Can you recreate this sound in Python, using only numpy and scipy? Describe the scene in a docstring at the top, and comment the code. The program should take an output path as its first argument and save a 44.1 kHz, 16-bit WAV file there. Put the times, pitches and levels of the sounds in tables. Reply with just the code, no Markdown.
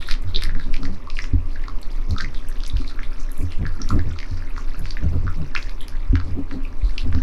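"""Two cats eating wet food

Close by in a small room, tongues lap about three times a second and squelch the food. Saliva films snap,
lips open tiny wet cavities that pop, and saliva crackles after each smack. Licks and nudges shake the
bowls' wooden stands with low judders and a few dull bumps, over a deep rumble and room noise."""
import sys
import numpy as np
from scipy import signal
from scipy.fft import rfft, irfft, next_fast_len
from scipy.io import wavfile
from scipy.ndimage import uniform_filter1d, map_coordinates

SR = 44100
rng = np.random.default_rng(int(sys.argv[2]) if len(sys.argv) > 2 else 0)


def unload_audio(sound):
    """Save the sound as a 16-bit wav file, at the path given as the first command line argument."""
    columns = np.transpose(np.atleast_2d(sound))
    # keep every value between -1 and 1, then stretch to whole-number steps
    steps = np.round(np.clip(columns, -1, 1) * 32767)
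    wavfile.write(sys.argv[1], SR, steps.astype(np.int16))


N = 318710

# lip and tongue smacks: start_s, pop_db, cavity_hz, ring_cycles, snap_db
SMACK_EVENTS = [(.0248, -29, 1720, 1.1, -32), (0.0874, -19, 1580, 1.1, -22), (0.1016, -30, 2060, 1.1, -23),
                (0.1119, -17, 1910, 0.72, -11.5), (0.1201, -24, 2200, 1, -19.5),
                (.14, -17.5, 2770, 0.43, -38), (0.3474, -15.5, 3780, 2.2, -39),
                (0.3605, -8, 3890, 2.2, -42), (.4106, -28, 3680, 3, -29), (0.4229, -18, 1910, 0.68, -20),
                (0.4367, -22, 2070, 0.58, -12.5), (.454, -21.5, 1850, 1.2, -39),
                (0.4938, -23, 1750, 1.6, -43), (0.5504, -27, 1730, 1.2, -39), (0.5976, -26, 1690, 1.6, -32),
                (0.7412, -21.5, 2280, 1.4, -23), (0.7653, -23.5, 2610, 0.89, -25),
                (0.8322, -26, 1220, 0.94, -25), (0.853, -25.5, 1870, 1.4, -24),
                (1.0725, -28, 1100, 2.3, -37), (1.101, -31.5, 2660, 2.9, -22.5),
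                (1.1694, -24, 2680, 1.7, -39), (1.1896, -14, 2030, 1.1, -21),
                (1.2211, -27.5, 5550, 4.2, -44), (1.242, -18.5, 1960, 0.26, -35),
                (1.559, -30.5, 1640, 2.9, -39), (1.6392, -29.5, 1970, 1.7, -36),
                (1.6828, -21.5, 1140, 1.04, -26.5), (1.8301, -31, 4320, 2.6, -45),
                (2.109, -37, 4330, 3.3, -23), (2.1637, -24.5, 1310, 2.1, -33),
                (2.1811, -24.5, 3750, 3.6, -38), (2.185, -25, 1330, 1.6, -19),
                (2.2024, -18.5, 1630, 1.45, -31), (2.2075, -19, 1660, 1.7, -14),
                (2.2456, -20.5, 2030, 2.2, -29), (2.3462, -34, 1930, 1, -29),
                (2.604, -29.5, 3540, 2, -28.5), (2.636, -33.5, 1330, 1.2, -21), (2.6513, -30, 3520, 2, -34),
                (2.665, -19, 5540, 0.81, -34), (2.699, -26.5, 3750, 3.7, -29),
                (2.7692, -27, 3150, 1.8, -25), (2.9917, -21.5, 1650, 0.84, -42),
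                (3.0318, -28.5, 2160, 2, -33), (3.521, -29.5, 2220, 0.88, -28.5),
                (3.6537, -22, 1700, 1.1, -51), (3.6662, -24, 1690, 1.6, -27.5),
                (3.817, -22, 5640, 4.5, -24.5), (3.8904, -26, 6450, 1.7, -20),
                (3.905, -15.5, 1200, 1.33, -33), (3.9927, -26.5, 1740, 1.9, -30),
                (4.1886, -21, 2400, 0.58, -22), (4.2023, -29.5, 2110, 1.7, -25.5),
                (4.2294, -26, 2120, 2.1, -34), (4.565, -25.5, 1620, 0.63, -41),
                (4.5796, -21.5, 1160, 1.04, -30), (4.856, -19, 2040, 0.3, -29.5),
                (4.9075, -32, 4640, 6.5, -19), (4.9699, -20, 1900, 0.94, -46), (5.268, -28, 1340, 1.1, -37),
                (5.2785, -19.5, 1400, 1.3, -40), (5.5515, -13, 1380, 0.99, -14.5),
                (5.5627, -10.5, 2460, 1.5, -33), (5.577, -13, 1650, 0.19, -23),
                (5.6278, -45, 1720, 0.9, -23), (5.695, -32, 1750, 0.77, -27), (5.883, -23, 2820, 0.34, -26),
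                (6.1548, -14, 1450, 0.41, -24), (6.2005, -21.5, 1330, 0.71, -29),
                (6.5124, -21, 1490, .4, -35), (6.651, -31.5, 2580, 3.3, -41),
                (6.9804, -17.5, 2800, 2.1, -16), (7.1274, -21.5, 1460, 0.33, -36),
                (7.1492, -24, 1240, 0.68, -26)]
# droplet spray spectrum: freq_hz, level_db
SPRAY_SPECTRUM = [(3000, -51), (6000, -6), (7500, 9), (9500, 11), (11300, 2), (12700, -21), (16000, -38)]


def amp(db):
    """Decibels to gain."""
    return 10 ** (np.asarray(db) / 20)


def unit(x):
    """Scale to rms 1."""
    return x / np.sqrt(np.mean(x ** 2) + 1e-20)


def along(points, hz):
    """Read (freq_hz, value) points on a log axis."""
    freq_hz, values = np.transpose(points)
    return np.interp(np.log(hz + 1), np.log(freq_hz + 1), values)


def curve(points):
    """Read (time_s, value) points at every sample."""
    return np.interp(np.arange(N) / SR, *np.transpose(points))


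def wobble(rate_hz):
    """Smooth random curve, rate_hz knots a second."""
    knots = rng.standard_normal(int(N * rate_hz / SR) + 4)
    return map_coordinates(knots, [np.arange(N) * rate_hz / SR])


def swell(length_s):
    """Smooth rise and fall, above half height for length_s."""
    return np.hanning(round(2 * length_s * SR))


def noise():
    """Fresh white noise."""
    return rng.standard_normal(N)


def filtered(x, response):
    """Apply a frequency response."""
    size = next_fast_len(len(x) + 4096)
    return irfft(rfft(x, size) * response(np.fft.rfftfreq(size, 1 / SR)), size)[:len(x)]


def coloured(x, spectrum):
    """Shape by (freq_hz, level_db) points, at rms 1."""
    return unit(filtered(x, lambda hz: amp(along(spectrum, hz))))


def resonated(x, centre_hz, width_ratio):
    """Two equal resonances in series, at rms 1."""
    def response(hz):
        damping = 1j * hz * width_ratio * centre_hz
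        return (damping / (centre_hz ** 2 - hz ** 2 + damping)) ** 2
    return unit(filtered(x, response))


def add(track, start_s, sound):
    """Mix a sound into a track."""
    first = round(start_s * SR)
    part = sound[max(-first, 0):max(N - first, 0)]
    track[max(first, 0):][:len(part)] += part


def placed(start_s, sounds):
    """Sum one short sound per row, each at its start."""
    index = np.round(np.abs(start_s) * SR).astype(int)[:, None] + np.arange(sounds.shape[1])
    return np.bincount(index.ravel(), sounds.ravel(), N)[:N]


def background(rumble_db=-3, air_db=-47):
    """Deep unsteady rumble, soft room noise and faint drones."""
    # rumble swells: time_s, level_db
    rumble_levels = [(0, -11), (.82, -8.5), (.95, -15.5), (3.7, -14), (4.02, -10.5), (4.19, -19.5),
                     (4.77, -13.5), (6.6, -17.5), (7.23, -9)]
    # rumble and room noise spectra: freq_hz, level_db
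    rumble_spectrum = [(3, -3.5), (8, -1.5), (24, -3.5), (34, -29), (50, -33), (70, -51), (120, -58),
                       (250, -96)]
    air_spectrum = [(40, -43), (80, -2.5), (140, -7.5), (210, -9.5), (265, -8), (330, -5), (650, -17),
                    (1170, -11.5), (1450, -24.5), (2400, -21), (3200, -31.5), (4750, -37.5), (7500, -41.5),
                    (16000, -52)]
    # steady drones: centre_hz, nominal_width_hz, level_db
    drone_bands = [(80.2, 8.3, -43.5), (260.4, 24, -49.5), (589, 25, -61)]
    rumble = coloured(noise(), rumble_spectrum)
    rumble /= np.sqrt(np.abs(uniform_filter1d(rumble ** 2, size=8000)) + 0.067)  # evens out gusts
    drones = sum(amp(db) * resonated(noise(), hz, 1.9 * width_hz / hz)
                 for hz, width_hz, db in drone_bands)
    air = amp(air_db) * coloured(noise(), air_spectrum)
    return amp(curve(rumble_levels) + rumble_db) * rumble + air + drones


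def room(x, tail_db=-3, build_s=0.011, blocks=16):
    """Near surfaces echo, then a short tail builds and dies; both vary by block as the heads move."""
    # room decay: freq_hz, t60_s
    decay = [(200, 0.48), (1500, 0.15), (5000, 0.17), (12000, 0.12)]
    # near surfaces: delay_s, level_db
    echoes = [(.0012, -56), (.0031, -5.5), (.0084, -11), (.0103, -48), (0.013, -5), (.0165, -24)]
    # wall response: freq_hz, gain_db
    walls = [(100, -12), (700, -8.5), (1300, -4.5), (2400, -6), (3000, -7), (3800, -10), (5800, -5.5),
             (7000, -3.5), (11000, -6.5), (16000, -5)]
    out = np.zeros(N)
    for block in np.array_split(np.arange(N), blocks):
        hz, t, bins = signal.stft(rng.standard_normal(SR // 2), SR, nperseg=256)
        tail = signal.istft(bins * amp(-60 * t / along(decay, hz)[:, None]), SR, nperseg=256)[1]
        tail *= 1 - np.exp(-(np.arange(len(tail)) / SR / build_s) ** 2)
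        tail *= amp(tail_db) / np.linalg.norm(tail)
        for delay_s, db in echoes:
            tail[round(delay_s * SR * rng.uniform(.9, 1.1))] += amp(db)
        add(out, block[0] / SR, signal.fftconvolve(x[block], tail))
    return filtered(out, lambda hz: amp(along(walls, hz)))


def stand_rings():
    """A tapped wooden stand rings in three ways: slow sway, boom and higher knock."""
    # stand modes: freq_hz, level_db, t60_s, kind (0 sway, 1 boom, 2 knock)
    modes = [(43, 10.5, 0.22, 0), (83.9, -3, 0.27, 1), (262.7, 2, 0.12, 2), (275, -6, 0.23, 2),
             (333.5, -2, 0.08, 2)]
    t = np.arange(SR // 2) / SR
    rings = np.zeros((3, len(t)))
    for hz, db, t60_s, kind in modes:
        rings[kind] += amp(db - 60 * t / t60_s) * np.sin(2 * np.pi * hz * t)
    return rings


def bumps(gain_db=1, attack_s=0.0041, contact_s=0.0025):
    """A soft muzzle knocks a bowl, or a lick shoves it, and the stand rings dully."""
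    # muzzle blows, and at 2.798 s a bowl pushed by a lick: start_s, sway_db, boom_db, knock_db
    hits = [(1.3314, -17, -6, -17.5), (2.735, -18.5, -15, -36.5), (2.798, -40, -40, -24.5),
            (4.312, -31, -13, -33), (6.096, -16, -55, -63), (6.128, -17, -4, -13), (6.829, -16, -38, -39)]
    rings = stand_rings()
    start_s, *levels_db = np.transpose(hits)
    t = np.arange(rings.shape[1]) / SR
    ringing = amp(np.transpose(levels_db) + gain_db) @ rings
    knocks = placed(start_s, ringing * (1 - np.exp(-t / attack_s)))
    blow = np.sin(np.pi * np.minimum(t / contact_s, 1)) ** 2  # fur spreads the force
    return signal.fftconvolve(knocks, blow / blow.sum())[:N]


def nudges(push_s=0.058, slip_spread_db=5, judder_t60_s=0.19, ring_db=-1.5, knock_db=-9, rub_db=-5):
    """The bowl slips under the tongue: it judders, rubs and rings the stand."""
    # licks that push a bowl: middle_s, boom_db, judder_db, judder_hz
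    licks = [(.254, -25.5, -50, 131), (0.364, -36, -39, 392), (0.472, -29.5, -43, 143),
             (.558, -47, -34.5, 153.4), (.688, -41, -37.5, 240), (.826, -32.5, -34, 273),
             (0.889, -35.5, -35, 199), (2.12, -20.5, -32, 205), (2.247, -38, -36.5, 135),
             (3.419, -22.5, -36, 272.4), (3.627, -22, -30.5, 134), (3.819, -32.5, -37, 250),
             (3.935, -19.5, -27, 205), (3.97, -16, -27.5, 272), (4.076, -23, -42, 246),
             (4.807, -30, -36, 136), (5.048, -18, -28, 144.6), (5.146, -21, -27, 123),
             (5.249, -22.5, -36.5, 152), (5.407, -29, -29.5, 140), (6.284, -25, -37, 142),
             (6.388, -33, -29, 273.6), (6.552, -33.5, -31.5, 267), (7.065, -21, -34, 260),
             (7.162, -19.5, -29, 258)]
    # rubbing spectrum: freq_hz, level_db
    rub_spectrum = [(50, -32), (110, -12), (150, 1), (220, 1), (300, -16.5), (400, -19), (600, -19.5),
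                    (1000, -31), (2000, -59)]
    _, boom_ring, knock_ring = stand_rings()
    t = np.arange(len(boom_ring)) / SR
    push = swell(push_s)
    size = len(push)
    out = np.zeros(N)
    for middle_s, boom_db, judder_db, judder_hz in licks:
        slips = push * rng.standard_normal(size)
        slips *= amp(slip_spread_db * rng.standard_normal(size))  # mostly tiny, a few large
        judder_ring = amp(-60 * t / judder_t60_s) * np.sin(2 * np.pi * judder_hz * t)
        parts = [(boom_db, signal.fftconvolve(slips, boom_ring)),
                 (judder_db + knock_db, signal.fftconvolve(slips, knock_ring)),
                 (judder_db + ring_db, signal.fftconvolve(slips, judder_ring)),
                 (judder_db + rub_db, coloured(push * rng.standard_normal(size), rub_spectrum))]
        for db, sound in parts:  # energy: that of db held for push_s
            add(out, middle_s - push_s, amp(db) * sound * np.sqrt(size / 2 / np.sum(sound ** 2)))
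    return out


def pops(hz, ring_s, glide):
    """Small wet cavities: each peaks at ring_s and dies, rising slightly in pitch as it opens."""
    t = np.arange(SR // 125) / SR
    age = t / np.reshape(ring_s, (-1, 1))
    pitch_hz = hz[:, None] * (1 + glide * np.tanh(age - 1))
    return (age * np.exp(1 - age)) ** 2 * np.sin(2 * np.pi * np.cumsum(pitch_hz, axis=1) / SR)


def spray(start_s, level_db, rise_s):
    """A puff of fine droplets at each start."""
    age = np.arange(SR // 125) / SR / rise_s
    puffs = amp(level_db)[:, None] * (age * np.exp(1 - age)) ** 2
    return placed(start_s, puffs) * coloured(noise(), SPRAY_SPECTRUM)


def crackle(low_hz, high_hz, cycles, spread_db, count):
    """Tiny saliva bubbles burst at random, most of them faintly; rms 1."""
    when, pitch, faintness = rng.random((count, 3)).T
    hz = low_hz * (high_hz / low_hz) ** pitch
    strength = amp(-spread_db * np.log(faintness + .02))
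    return unit(placed(when * N / SR, strength[:, None] * pops(hz, cycles / hz, glide=0.0067)))


def tongues(lap_hz=3.2, lap_db=2, first_lap_s=0.043, chew_db=-35, chew_t60_s=0.38):
    """Saliva crackle pulses with the lapping and swells after each smack."""
    # tongue activity: time_s, level_db
    activity = [(0.0, -46.5), (0.16, -54.5), (1.14, -59.5), (1.33, -57), (2.17, -52), (5.45, -51.5),
                (5.72, -50.5), (5.96, -55.5), (6.62, -58.5), (7.23, -51.5)]
    large = amp(-1) * crackle(1210, 3000, cycles=2.1, spread_db=4, count=1300)
    small = amp(-7) * crackle(3360, 6170, cycles=2.56, spread_db=4, count=2800)
    fine = amp(-14) * crackle(7380, 14200, cycles=1.5, spread_db=5.5, count=2000)
    start_s, pop_db, _, _, snap_db = np.transpose(SMACK_EVENTS)
    t = np.arange(N) / SR
    strength = np.hypot(amp(pop_db), amp(snap_db))
    decay = amp(chew_db - 60 * t[:SR // 4] / chew_t60_s)
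    chewing = np.sqrt(placed(start_s, (strength[:, None] * decay) ** 2))
    lapping = amp(curve(activity) + lap_db * np.cos(2 * np.pi * lap_hz * (t - first_lap_s)))
    return np.hypot(lapping, chewing) * (large + small) + lapping * fine


def squelches(wet_db=-0.5, fizz_db=-14, grain_db=6, width_ratio=0.33, width_at_hz=4500):
    """Bursting froth resonates in the gap between tongue and food; harder strokes fizz more."""
    # tongue strokes: middle_s, length_s, pitch_hz, level_db
    strokes = [(0.022, 0.063, 3540, -45), (0.104, 0.067, 3800, -38.5), (0.299, 0.036, 3730, -49),
               (0.433, 0.03, 4460, -54), (0.623, 0.075, 3870, -49), (0.761, 0.055, 4860, -53),
               (0.849, 0.051, 5300, -51), (0.936, 0.032, 4400, -51.5), (1.172, 0.054, 4700, -46),
               (1.237, 0.054, 5300, -48), (1.528, .055, 4400, -55), (1.918, 0.018, 4660, -49.5),
               (2.122, .05, 5270, -49.5), (2.213, 0.064, 5400, -49.5), (2.373, 0.059, 3530, -49),
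               (2.651, 0.09, 3500, -58), (2.803, 0.068, 4300, -47), (2.89, 0.043, 4150, -42),
               (3.043, 0.038, 3470, -46.5), (3.215, 0.039, 6040, -48.5), (3.398, 0.058, 8850, -47),
               (3.53, 0.053, 2800, -45.5), (3.915, .07, 8500, -53), (4.315, 0.14, 4750, -53),
               (4.596, 0.06, 5840, -51), (4.894, 0.11, 4440, -50), (5.608, 0.1, 5560, -52.5),
               (5.827, 0.044, 3320, -43), (6.276, 0.083, 4730, -57), (6.527, 0.063, 4100, -52),
               (6.648, 0.052, 2640, -52.5), (6.875, 0.083, 4000, -50), (7.006, 0.042, 3900, -44)]
    froth = unit(noise() * amp(grain_db * wobble(rate_hz=700)))
    wet, fizzing = np.zeros(N), np.zeros(N)
    for middle_s, length_s, pitch_hz, db in strokes:
        stroke = swell(length_s)
        burst = froth[rng.integers(N - SR):][:len(stroke)]
        # a tighter seal rings lower and narrower, close to a squeak
        gap = resonated(burst, pitch_hz, width_ratio * pitch_hz / width_at_hz)
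        add(wet, middle_s - length_s, amp(db + wet_db) * stroke * gap)
        add(fizzing, middle_s - length_s, amp(db + fizz_db) * stroke)
    return wet + fizzing * coloured(froth, SPRAY_SPECTRUM)


def threads(ping_hz=11000, ping_db=-4, mist_db=-8):
    """Saliva threads break, each with a tiny high ping in a puff of spray."""
    # thread breaks: start_s, level_db
    breaks = [(0.0762, -27), (0.1111, -26), (0.2224, -34), (0.4214, -25), (0.4359, -16), (0.7402, -34),
              (1.8163, -29), (2.1081, -34), (2.4867, -21.5), (2.6783, -24), (3.3174, -20), (3.3787, -23),
              (3.681, -37), (3.8901, -27), (4.794, -23), (5.8127, -27.5), (5.8815, -26), (6.9795, -38)]
    start_s, db = np.transpose(breaks)
    hz = ping_hz * np.exp(0.044 * rng.standard_normal(len(start_s)))
    pings = amp(db + ping_db)[:, None] * pops(hz, ring_s=0.00022, glide=0.0081)
    return placed(start_s, pings) + spray(start_s, db + mist_db, rise_s=0.00037)


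def smacks(cavity_gain_db=1.48, film_hz=4470, film_ring_s=0.00028, glide=0.0045, spray_db=-30.5,
           strays=3, stray_db=-16, stray_spread_s=0.003, stray_detune=0.14):
    """A saliva film snaps, the mouth cavity behind it pops, and fine spray follows."""
    start_s, pop_db, cavity_hz, ring_cycles, snap_db = np.transpose(SMACK_EVENTS)

    def burst(pitch_ratio):
        cavity = pops(cavity_hz * pitch_ratio, ring_cycles / cavity_hz, glide)
        film = pops(np.full(len(start_s), film_hz) * pitch_ratio, film_ring_s, glide)
        return amp(pop_db + cavity_gain_db)[:, None] * cavity + amp(snap_db)[:, None] * film

    out = placed(start_s, burst(0.99))
    # the film tears unevenly: weaker bubbles give way around the main one
    for shift, pitch, size in rng.standard_normal((len(start_s), strays, 3)).transpose(1, 2, 0):
        bubbles = amp(stray_db + 2 * size)[:, None] * burst(np.exp(stray_detune * pitch))
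        out += placed(start_s + stray_spread_s * shift, bubbles)
    return out + spray(start_s, snap_db + spray_db, rise_s=0.0016)


def scene():
    """Mouths with their room echo, stands and background, in mono."""
    # mouth radiation: freq_hz, gain_db
    muzzle = [(300, -1), (800, -11.5), (1200, -1), (2400, 0), (2950, -1), (3500, 0), (6000, 0), (6600, -1),
              (8000, -6), (11800, -2), (12800, -5.5), (16000, -5)]
    eating = smacks() + threads() + squelches() + tongues()
    mouths = filtered(eating, lambda hz: amp(along(muzzle, hz)))
    return (mouths + room(mouths) + nudges() + bumps() + background())[None]


def record(dry):
    """Soft start and stop; nothing above top_hz."""
    top_hz = 16400
    fades = signal.windows.tukey(N, .002)
    return filtered(dry[0] * fades, lambda hz: hz < top_hz)[None]


dry = scene()
out = record(dry)
unload_audio(out)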